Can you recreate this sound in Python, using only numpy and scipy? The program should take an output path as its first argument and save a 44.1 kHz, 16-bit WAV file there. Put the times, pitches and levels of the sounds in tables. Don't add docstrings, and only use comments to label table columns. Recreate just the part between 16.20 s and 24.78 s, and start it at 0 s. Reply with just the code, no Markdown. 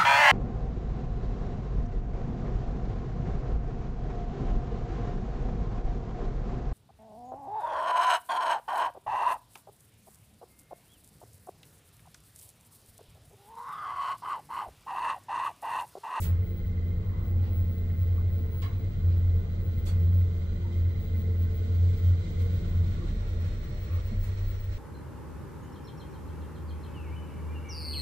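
import sys
import numpy as np
from scipy import signal
from scipy.fft import rfft, irfft, next_fast_len
from scipy.io import wavfile
from scipy.ndimage import uniform_filter1d

SR = 44100
rng = np.random.default_rng(int(sys.argv[2]) if len(sys.argv) > 2 else 0)


def wav_out(sig):
    wavfile.write(sys.argv[1], SR, np.round(np.clip(np.atleast_2d(sig).T, -1, 1) * 32767).astype(np.int16))


N = 378378
TIME = np.arange(N) / SR
FREQ = np.maximum(np.fft.rfftfreq(next_fast_len(N, True), 1 / SR), 1)

# frequency in Hz, balance in dB.
LEFT_OVER_RIGHT = [(110, 8.5), (200, -3.5), (380, -1), (700, -1), (1300, -4), (2400, -1.5), (4400, -4),
                   (8000, -2), (13000, -4.5)]
SIDE_OVER_MID = [(40, -13.5), (90, -22.5), (170, -26.5), (290, -8.5), (600, -2), (1300, 0.5), (3000, 0),
                 (8000, -0.5), (15000, 2.5)]

# time in seconds, relative level in dB.
FAN_FADER = [(0, -41.5), (2.0, -36.5), (2.5, -35.5), (3.8, -43), (6.2, -41.5), (7.3, -46.5), (7.75, -36.5),
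             (8.05, -34.5), (8.58, -37.5)]
OCTAVE_FADER = [(0, -48.5), (0.45, -43), (0.8, -45), (1.05, -55), (2.5, -50.5), (4.2, -46), (4.65, -50.5),
                (5.2, -46), (5.8, -54), (6.45, -47), (7.2, -60), (8.58, -72)]
DOOR_FADER = [(6.7, -92), (7.15, -67.5), (7.5, -67), (7.8, -63), (8.15, -72), (8.58, -66)]
AIR_FADER = [(0, -79.5), (2.0, -76.5), (3.3, -75), (5.2, -72), (5.85, -68), (6.6, -67.5), (7.7, -67),
             (8.58, -67)]
GEAR_FADER = [(0, -67.5), (2.2, -66), (4.2, -64.5), (5.0, -65), (6.1, -61.5), (6.7, -62), (7.3, -68),
              (8.58, -75)]
SWAY_FADER = [(0, -34.5), (1.4, -35.5), (3.7, -34.5), (4.5, -37), (6.0, -35.5), (6.95, -35), (7.6, -34.5),
              (8.58, -36)]
CAB_FADER = [(0, -41.5), (2.2, -40), (4.0, -40), (5.0, -40), (6.6, -38.5), (7.1, -41.5), (7.7, -46),
             (8.1, -47), (8.58, -51)]
BOOM_FADER = [(0.0, -27.5), (0.1, -20), (0.26, -30), (0.75, -27), (1.05, -32.5), (1.17, -21.5),
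              (1.53, -26.5), (1.96, -22.5), (2.3, -27), (2.67, -32.5), (2.87, -20), (3.17, -22),
              (3.4, -27.5), (3.55, -27.5), (3.7, -27), (3.86, -13.5), (3.99, -20.5), (4.38, -31.5),
              (4.55, -25.5), (4.65, -19), (4.86, -34.5), (4.95, -20), (5.02, -31), (5.11, -20),
              (5.36, -27.5), (5.62, -19), (5.72, -21.5), (5.88, -17), (6.1, -34.5), (6.22, -22.5),
              (6.43, -30.5), (6.62, -20), (6.76, -33), (7.04, -36), (7.22, -26.5), (7.34, -36.5),
              (7.66, -38), (7.75, -22.5), (7.92, -43), (8.02, -26), (8.22, -45), (8.58, -41.5)]

# frequency in Hz, relative level in dB.
SHAFT_EQ = [(400, -13), (800, -14), (1200, -3.5), (1700, -8), (2150, 1.5), (2600, -12), (3150, -2.5),
            (3600, -1), (4100, -3), (4450, -5.5), (5200, -9), (7500, -11), (9000, -17.5), (10500, -33),
            (13000, -22.5), (15000, -36.5)]
LANDING_EQ = [(400, -1), (650, -5.5), (850, 1.5), (1200, -1.5), (1550, -4.5), (2100, -1), (2700, -8),
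              (4200, -8), (4800, -14), (8500, -20.5), (10200, -31), (14000, -26.5), (15500, -37.5)]
SWISH_BODY_EQ = [(600, -3), (1150, -4.5), (1600, -8), (2200, -10.5)]
SWISH_RASP_EQ = [(1700, -2), (2500, -1), (3400, -2.5), (4700, -3.5), (6500, -17.5)]
SWISH_SIZZLE_EQ = [(5000, -14.5), (7800, -4.5), (10200, -9.5), (11800, -1), (14000, -4.5), (15500, -5.5)]
SWAY_EQ = [(10, -36.5), (18, -12), (28, -3), (38, -1), (52, -10), (68, -1.5), (80, -18.5), (120, -45)]
CAB_EQ = [(95, -22), (115, -11), (150, -0.5), (195, -17), (250, -16.5), (380, -14.5), (480, -15),
          (600, -23), (750, -30), (1200, -32), (1700, -35), (3000, -43.5)]

# frequency in Hz, width in Hz, relative level in dB.
LANDING_PEAKS = [(329, 28, 16), (414, 47, 14.5), (501, 12, 13), (566, 11, 12.5), (596, 18, 11.5),
                 (673, 24, 4.5), (1157, 6.7, 5.5), (1360, 46, 0), (1690, 30, 0), (1920, 100, 1.5),
                 (2200, 78, -4), (3680, 170, -11.5), (4200, 150, -8), (5650, 610, -10), (7300, 340, -13.5),
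                 (8500, 190, -15.5)]
GEAR_PEAKS = [(1357, 17, -0.5), (1432, 59, -1), (1491, 20, 2.5), (2406, 50, -6), (2830, 96, -10.5),
              (3166, 105, -4.5), (3500, 81, -10), (4027, 125, -4.5), (4695, 130, -12.5), (6150, 130, -16),
              (7150, 210, -20)]
DRIVE_PEAKS = [(1870, 49, -6), (1975, 25, 0.5), (2056, 34, 0)]
CAB_PEAKS = [(98, 12.5, 7.5), (128.9, 15, 3.5), (159.7, 13.2, 6.5), (178.8, 5.5, 1), (206.2, 15.8, 1.5),
             (230.9, 6, 2), (276, 12, -7), (314.5, 35, -9.5), (347.2, 5.3, -2), (420, 21, -14),
             (445.8, 15.8, -3.5), (481, 4.9, -12.5), (511.3, 9.5, -11.5), (569, 10, -13.5), (587, 42, -19),
             (687, 22, -20.5), (801, 23, -23.5), (1020, 13, -28.5), (1110, 2, -31)]

# frequency in Hz, relative level in dB.
MAINS_PARTIALS = [(100, -45.5), (200, -68), (400, -70), (500, -65), (600, -73), (800, -80.5)]
DOOR_PARTIALS = [(598, 2), (685, -8), (1168, -12.5)]
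# time in seconds, left level in dB, right level in dB.
WHINE_FADERS = [(0, -57, -55), (0.45, -80.5, -60), (1.05, -85, -63.5), (1.25, -63, -55), (1.9, -64.5, -58),
                (2.1, -82, -57), (2.3, -61.5, -54.5), (2.8, -77, -61), (2.95, -69, -57.5),
                (3.55, -63, -62.5), (3.8, -77, -56.5), (4.4, -85, -68), (4.85, -75, -54), (5.6, -80, -61),
                (6.35, -80.5, -60.5), (6.6, -66, -62), (6.9, -77, -68), (7.3, -69, -63), (8.3, -61, -55),
                (8.58, -66, -62)]
# peak time in seconds, length in seconds, pitch at the peak in Hz,
# glide in Hz per second, width in Hz, level in dB.
SCRAPES = [(6.95, 0.91, 3670, 10, 40, -69), (7.6, 1.3, 4245, 100, 60.4, -71.5),
           (7.85, .7, 2170, 60, 45, -67.5)]
# peak time in seconds, length in seconds, pitch in Hz, width in Hz, level in dB.
GUIDE_RUBS = [(0.973, 0.23, 1110, 480, -58), (1.245, 0.35, 783, 200, -61), (1.994, 0.053, 1150, 450, -57),
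              (2.313, 0.096, 960, 25, -61), (4.478, 0.07, 940, 75, -56.5), (5.287, 0.036, 1490, 97.2, -62),
              (5.561, 0.35, 440, 32, -48.5), (6.219, 0.1, 465, 33.33, -44.5),
              (6.829, 0.063, 1140, 170, -57), (6.835, 0.057, 346, 55.6, -43), (7.182, 0.04, 574, 80, -52),
              (7.72, .07, 2400, 600, -61), (7.747, 0.09, 1190, 283.3, -55), (7.923, 0.041, 670, 86.4, -56)]
# peak time in seconds, length in seconds, pitch in Hz, level in dB.
CAR_SWELLS = [(5.044, 0.18, 212, -43), (5.09, 0.094, 446.4, -43), (6.43, 0.09, 177.5, -42),
              (7.003, 0.28, 37.43, -30.5), (7.925, 0.056, 129.3, -40), (7.98, 0.19, 33, -32),
              (8.344, 0.45, 32.3, -38.5)]
# start in seconds, level in dB, centre pitch in Hz.
CAR_BUMPS = [(1.15, -38, 215), (6.617, -42, 145), (6.9, -40.5, 199), (7.472, -34, 128), (7.909, -37.5, 205),
             (8.225, -45, 167)]
# frequency in Hz, relative level in dB, seconds to fall 60 dB.
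CLACK_RING = [(1070, -3.5, .26), (1107, 1, 0.27), (1700, -9.5, 0.26), (2135, -2, 0.25), (2900, -7.5, .14),
              (3280, -6, 0.081), (3960, -10.5, .26), (4820, -18, .14)]
CLICK_RING = [(1245, -6, .25), (1440, -6.5, 0.2), (1760, -13, .22), (3400, -1, .2), (4470, 1, .2),
              (5900, -6, .16), (8060, -6, .17)]
# start, rise, hold and body lag in seconds; body, rasp and sizzle levels
# in dB; sizzle tilt in dB per octave; left over right in dB.
SWISH_CUES = [(0.0, 0.0023, 0.043, 0.044, -52.5, -52, -44, -1, -3),
              (1.22, 0.012, 0.042, 0.013, -61, -62, -80, 9, -4),
              (2.413, 0.007, 0.012, .012, -51, -50.5, -59, -11.5, -3),
              (2.892, 0.016, 0.042, .012, -66, -63.5, -86, 5, -3),
              (3.649, 0.017, 0.02, 0.015, -53.5, -57, -52, -10, -4),
              (6.201, 0.012, 0.014, 0.01, -77, -64, -65, 1, -11),
              (7.991, 0.053, 0.03, .012, -86, -86, -62, -9, -5)]
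# time in seconds, relative level in dB, pulse depth from 0 to 1.
DRIVE_PULSE = [(0, -66, 0.6), (0.7, -63, 0.6), (1.15, -67, .3), (1.75, -65.5, .42), (2.6, -66.5, 0.14),
               (3.55, -66, 0.3), (4.2, -65, 0.3), (4.8, -62.5, 0.6), (5.3, -64.5, 0.47), (5.6, -68.5, 0.4),
               (5.85, -63.5, 0.45), (6.4, -64, 0.14), (7.0, -71.5, 0.2), (8.58, -86, .2)]
# time in seconds, turns per second.
DRIVE_SPEED = [(0, 22.3), (0.9, 22.8), (1.4, 18), (1.7, 22), (4.7, 19.8), (5.1, 20.8), (5.45, 23.5),
               (5.85, 21.6), (8.58, 18)]


def from_db(db):
    return 10 ** (np.asarray(db) / 20)


def rms_one(x):
    return x / np.sqrt(np.mean(x ** 2) + 1e-20)


def in_time(rows):
    s, *columns = np.transpose(rows)
    return [np.interp(TIME, s, c) for c in columns]


def at_hz(points, hz):
    f, value = np.transpose(points)
    return np.interp(np.log(hz), np.log(f), value)


def ramp(start_s, length_s):
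    return np.clip((TIME - start_s) / length_s, 0, 1)


def bell(t, length):
    return np.exp(-2 * (t / length) ** 2)


def hit(t, rise, hold, t60):
    return np.minimum(t / rise, 1) * np.exp(-np.log(1000) * np.maximum(t - rise - hold, 0) / t60)


def pan(db):
    return from_db(np.array([[db], [-db]]) / 2)


def band(centre, width):
    return lambda hz: 1 / (1 + (2 * (hz - centre) / width) ** 2)


def colour(points, modes=(), at=FREQ):
    ends = np.minimum(1, at / points[0][0]) * np.minimum(1, points[-1][0] / at)
    power = (from_db(at_hz(points, at)) * ends ** 2) ** 2
    for hz, width, db in modes:
        power = power + from_db(db) ** 2 / (1 + ((at - hz) / width) ** 2 * 2) ** 2
    return np.sqrt(power)


def noise(gain):
    mid, side = rng.standard_normal((2, len(FREQ))) + 1j * rng.standard_normal((2, len(FREQ)))
    sides = np.array([[1], [-1]])
    pair = mid + from_db(at_hz(SIDE_OVER_MID, FREQ)) * side * sides
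    lean_db = at_hz(LEFT_OVER_RIGHT, FREQ) * (FREQ > LEFT_OVER_RIGHT[0][0])
    return rms_one(irfft(pair * gain * from_db(sides * lean_db / 2))[:, :N])


def drift(rate, step=40):
    hz = np.fft.rfftfreq(next_fast_len(N // step + 2, True), step / SR)
    white = rng.standard_normal(len(hz)) + 1j * rng.standard_normal(len(hz))
    slow = irfft(white / (1 + (hz / rate) ** 2) ** 2)
    return rms_one(np.interp(np.arange(N) / step, np.arange(len(slow)), slow))


def burst(envelope, gain_at):
    hz = np.maximum(np.fft.rfftfreq(len(envelope), 1 / SR), 1)
    white = rng.standard_normal((2, len(envelope)))
    return envelope * rms_one(irfft(rfft(white) * gain_at(hz)))


def narrow(hz, width_hz):
    phase = 2 * np.pi * np.cumsum(hz * np.ones(N)) / SR
    pair = [drift(width_hz) * np.cos(phase) + drift(width_hz) * np.sin(phase) for _ in range(2)]
    return rms_one(np.array(pair))


def tones(partials, waver_db):
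    out = 0
    for hz, db in partials:
        level = from_db(db + waver_db * drift(rate=0.61))
        out = out + level * np.sqrt(2) * np.sin(2 * np.pi * (hz * TIME + rng.random()))
    return out


def add(out, s, sound):
    start = max(0, round(s * SR))
    out[:, start:start + sound.shape[1]] += sound[:, :N - start]


def standing_waves(spacing_hz=22, depth_db=3.0, onset_hz=700):
    knots = np.arange(0, SR / 2, spacing_hz)
    heights = rng.standard_normal((SR // 8, 2))[:len(knots)].T
    ripple = np.array([np.interp(FREQ, knots, side) for side in heights])
    return from_db(depth_db * ripple * np.minimum(1, FREQ / onset_hz) ** 4)


def electrics(whine_hz=15686, fuzz_db=-13, waver_db=4.0):
    phase = 2 * np.pi * whine_hz * TIME + np.array([[np.pi / 2], [0]])
    turned = ramp(start_s=6.7, length_s=.5)
    steady = np.sqrt(2 * (1 - turned)) * np.sin(phase)
    flutter = np.sqrt(turned) * narrow(whine_hz, width_hz=30)
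    fuzz = from_db(fuzz_db) * narrow(whine_hz, width_hz=90)
    hum = tones(MAINS_PARTIALS, waver_db)
    whine_level = from_db(in_time(WHINE_FADERS) + waver_db * drift(rate=12))
    return hum + whine_level * (steady + flutter + fuzz)


def drone(hz, fader, waver_db, wander_hz=.9):
    phase = 2 * np.pi * np.cumsum(hz + wander_hz * drift(rate=2.88)) / SR
    level = from_db(in_time(fader)[0] + waver_db * drift(rate=1.8))
    return level * np.sqrt(2) * np.sin(phase)


def door_motor():
    return from_db(in_time(DOOR_FADER)[0]) * tones(DOOR_PARTIALS, waver_db=3.5)


def air_hiss(walls, shaft_db=9.5, landing_db=15.0, bleed=0.026, flutter_db=1.12):
    near = np.clip(ramp(start_s=6.16, length_s=0.93), bleed, 1 - bleed)
    shaft = from_db(shaft_db) * np.sqrt(1 - near) * noise(walls * colour(SHAFT_EQ))
    landing_colour = standing_waves() * colour(LANDING_EQ, LANDING_PEAKS)
    landing = from_db(landing_db) * np.sqrt(near) * noise(landing_colour)
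    return from_db(in_time(AIR_FADER)[0] + flutter_db * drift(rate=23)) * (shaft + landing)


def gear_singing(flutter_db=1.46):
    level = from_db(in_time(GEAR_FADER)[0] + flutter_db * drift(rate=40))
    return level * noise(colour([(1000, -40.5), (7000, -56)], GEAR_PEAKS))


def scrapes():
    return sum(from_db(db) * bell(TIME - s, length) * narrow(hz + glide * (TIME - s), width)
               for s, length, hz, glide, width, db in SCRAPES)


def guide_rubs():
    out, t = np.zeros((2, N)), TIME[:SR]
    middle = t.mean()
    for s, length, hz, width, db in GUIDE_RUBS:
        add(out, s - middle, from_db(db) * burst(bell(t - middle, length), band(hz, width)))
    return out


def car_swells():
    return sum(bell(TIME - s, length) * tones([(hz, db)], waver_db=2.5)
               for s, length, hz, db in CAR_SWELLS)


def car_bumps(spread_octaves=0.18):
    out, t = np.zeros((2, N)), TIME[:SR]
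    envelope = hit(t, rise=0.017, hold=0, t60=0.3)
    hz, _, mode_db = np.transpose(CAB_PEAKS)
    for s, db, centre_hz in CAR_BUMPS:
        push = from_db(mode_db) * np.exp(-(np.log2(hz / centre_hz) / spread_octaves) ** 2)
        ring = push @ np.sin(2 * np.pi * (np.outer(hz, t) + rng.random((len(hz), 1))))
        add(out, s, from_db(db) * envelope * rms_one(ring)[None])
    return out


def knock(modes, start_s, gain_db, rise_s, contact_s, width_hz, pan_db):
    out, t = np.zeros((2, N)), TIME[:SR // 2]
    for hz, db, t60 in modes:
        ring = burst(hit(t, rise_s, contact_s, t60), band(hz, width_hz))
        add(out, start_s, from_db(gain_db + db) * ring)
    return out * pan(pan_db)


def swishes(body_t60=0.62, rasp_t60=0.17, sizzle_t60=.18, rasp_lag_share=.4, pivot_hz=10000):
    out, t = np.zeros((2, N)), TIME[:SR // 2]
    for s, rise, hold, body_lag, body_db, rasp_db, sizzle_db, tilt_db, pan_db in SWISH_CUES:
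        body = (body_lag, body_db, body_t60, lambda hz: colour(SWISH_BODY_EQ, at=hz))
        rasp = (body_lag * rasp_lag_share, rasp_db, rasp_t60, lambda hz: colour(SWISH_RASP_EQ, at=hz))
        sizzle = (0, sizzle_db, sizzle_t60,
                  lambda hz: colour(SWISH_SIZZLE_EQ, at=hz) * from_db(tilt_db * np.log2(hz / pivot_hz)))
        for lag, db, t60, gain_at in (body, rasp, sizzle):
            add(out, s + lag, from_db(db) * pan(pan_db) * burst(hit(t, rise, hold, t60), gain_at))
    return out


def drive(wander_hz=0.76, chirp_hz=2078, bend_hz=24, jitter_hz=22, uneven_db=2.0):
    db, depth = in_time(DRIVE_PULSE)
    turn = 2 * np.pi * np.cumsum(in_time(DRIVE_SPEED)[0] + wander_hz * drift(rate=15)) / SR
    pitch = chirp_hz + bend_hz * np.cos(turn) + jitter_hz * drift(rate=50)
    echo_phase = .7 * np.array([drift(rate=30), drift(rate=38)])
    phase = 2 * np.pi * np.cumsum(pitch) / SR + echo_phase
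    chirp = from_db(-4.5) * rms_one(from_db(uneven_db * drift(rate=16)) * np.sin(phase))
    chirr = from_db(-1.5) * noise(colour([(1000, -44.0), (7000, -56.5)], DRIVE_PEAKS))
    return from_db(db) * (1 + depth * np.cos(turn)) * (chirp + chirr)


def ride_rumble(walls):
    sway = from_db(in_time(SWAY_FADER)[0]) * noise(colour(SWAY_EQ))
    cab = from_db(in_time(CAB_FADER)[0]) * noise(walls * colour(CAB_EQ, CAB_PEAKS))
    return sway + cab


def cab_boom(hz=88.2, trim_db=-2.5, wander_hz=0.84, beating=0.32, steady_s=0.32, left_lag_s=.00027):
    cycles = np.cumsum(hz + wander_hz * drift(rate=4)) / SR
    phase = 2 * np.pi * (cycles - hz * np.array([[left_lag_s], [0]]))
    beats = 1 + beating * (drift(rate=6) + 1j * drift(rate=6))
    beats /= np.sqrt(uniform_filter1d(np.abs(beats) ** 2, int(steady_s * SR)))
    level = from_db(in_time(BOOM_FADER)[0] + trim_db)
    return level * np.sqrt(2) * np.abs(beats) * np.sin(phase + np.angle(beats))


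def scene():
    clack = knock(CLACK_RING, start_s=2.418, gain_db=-52, rise_s=0.015, contact_s=0.031,
                  width_hz=100, pan_db=-5.0)
    click = knock(CLICK_RING, start_s=3.657, gain_db=-58, rise_s=0.016, contact_s=0.022,
                  width_hz=170, pan_db=-4.5)
    boom = cab_boom()
    fan = drone(hz=97.05, fader=FAN_FADER, waver_db=3.85)
    octave = drone(hz=175.7, fader=OCTAVE_FADER, waver_db=3.0)
    machinery = fan + drive() + gear_singing() + door_motor() + electrics()
    walls = standing_waves()
    ride = boom + octave + ride_rumble(walls) + air_hiss(walls)
    spot_effects = car_swells() + scrapes() + swishes() + clack + click + guide_rubs() + car_bumps()
    return machinery + ride + spot_effects


def record(dry, fade_s=0.0028, cutoff_hz=15950):
    fades = np.clip(np.minimum(TIME, TIME[-1] - TIME) / fade_s, 0, 1)
    high_cut = signal.ellip(12, .1, 90, cutoff_hz, fs=SR, output="sos")
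    return signal.sosfilt(high_cut, dry * fades)


dry = scene()
out = record(dry)
wav_out(out)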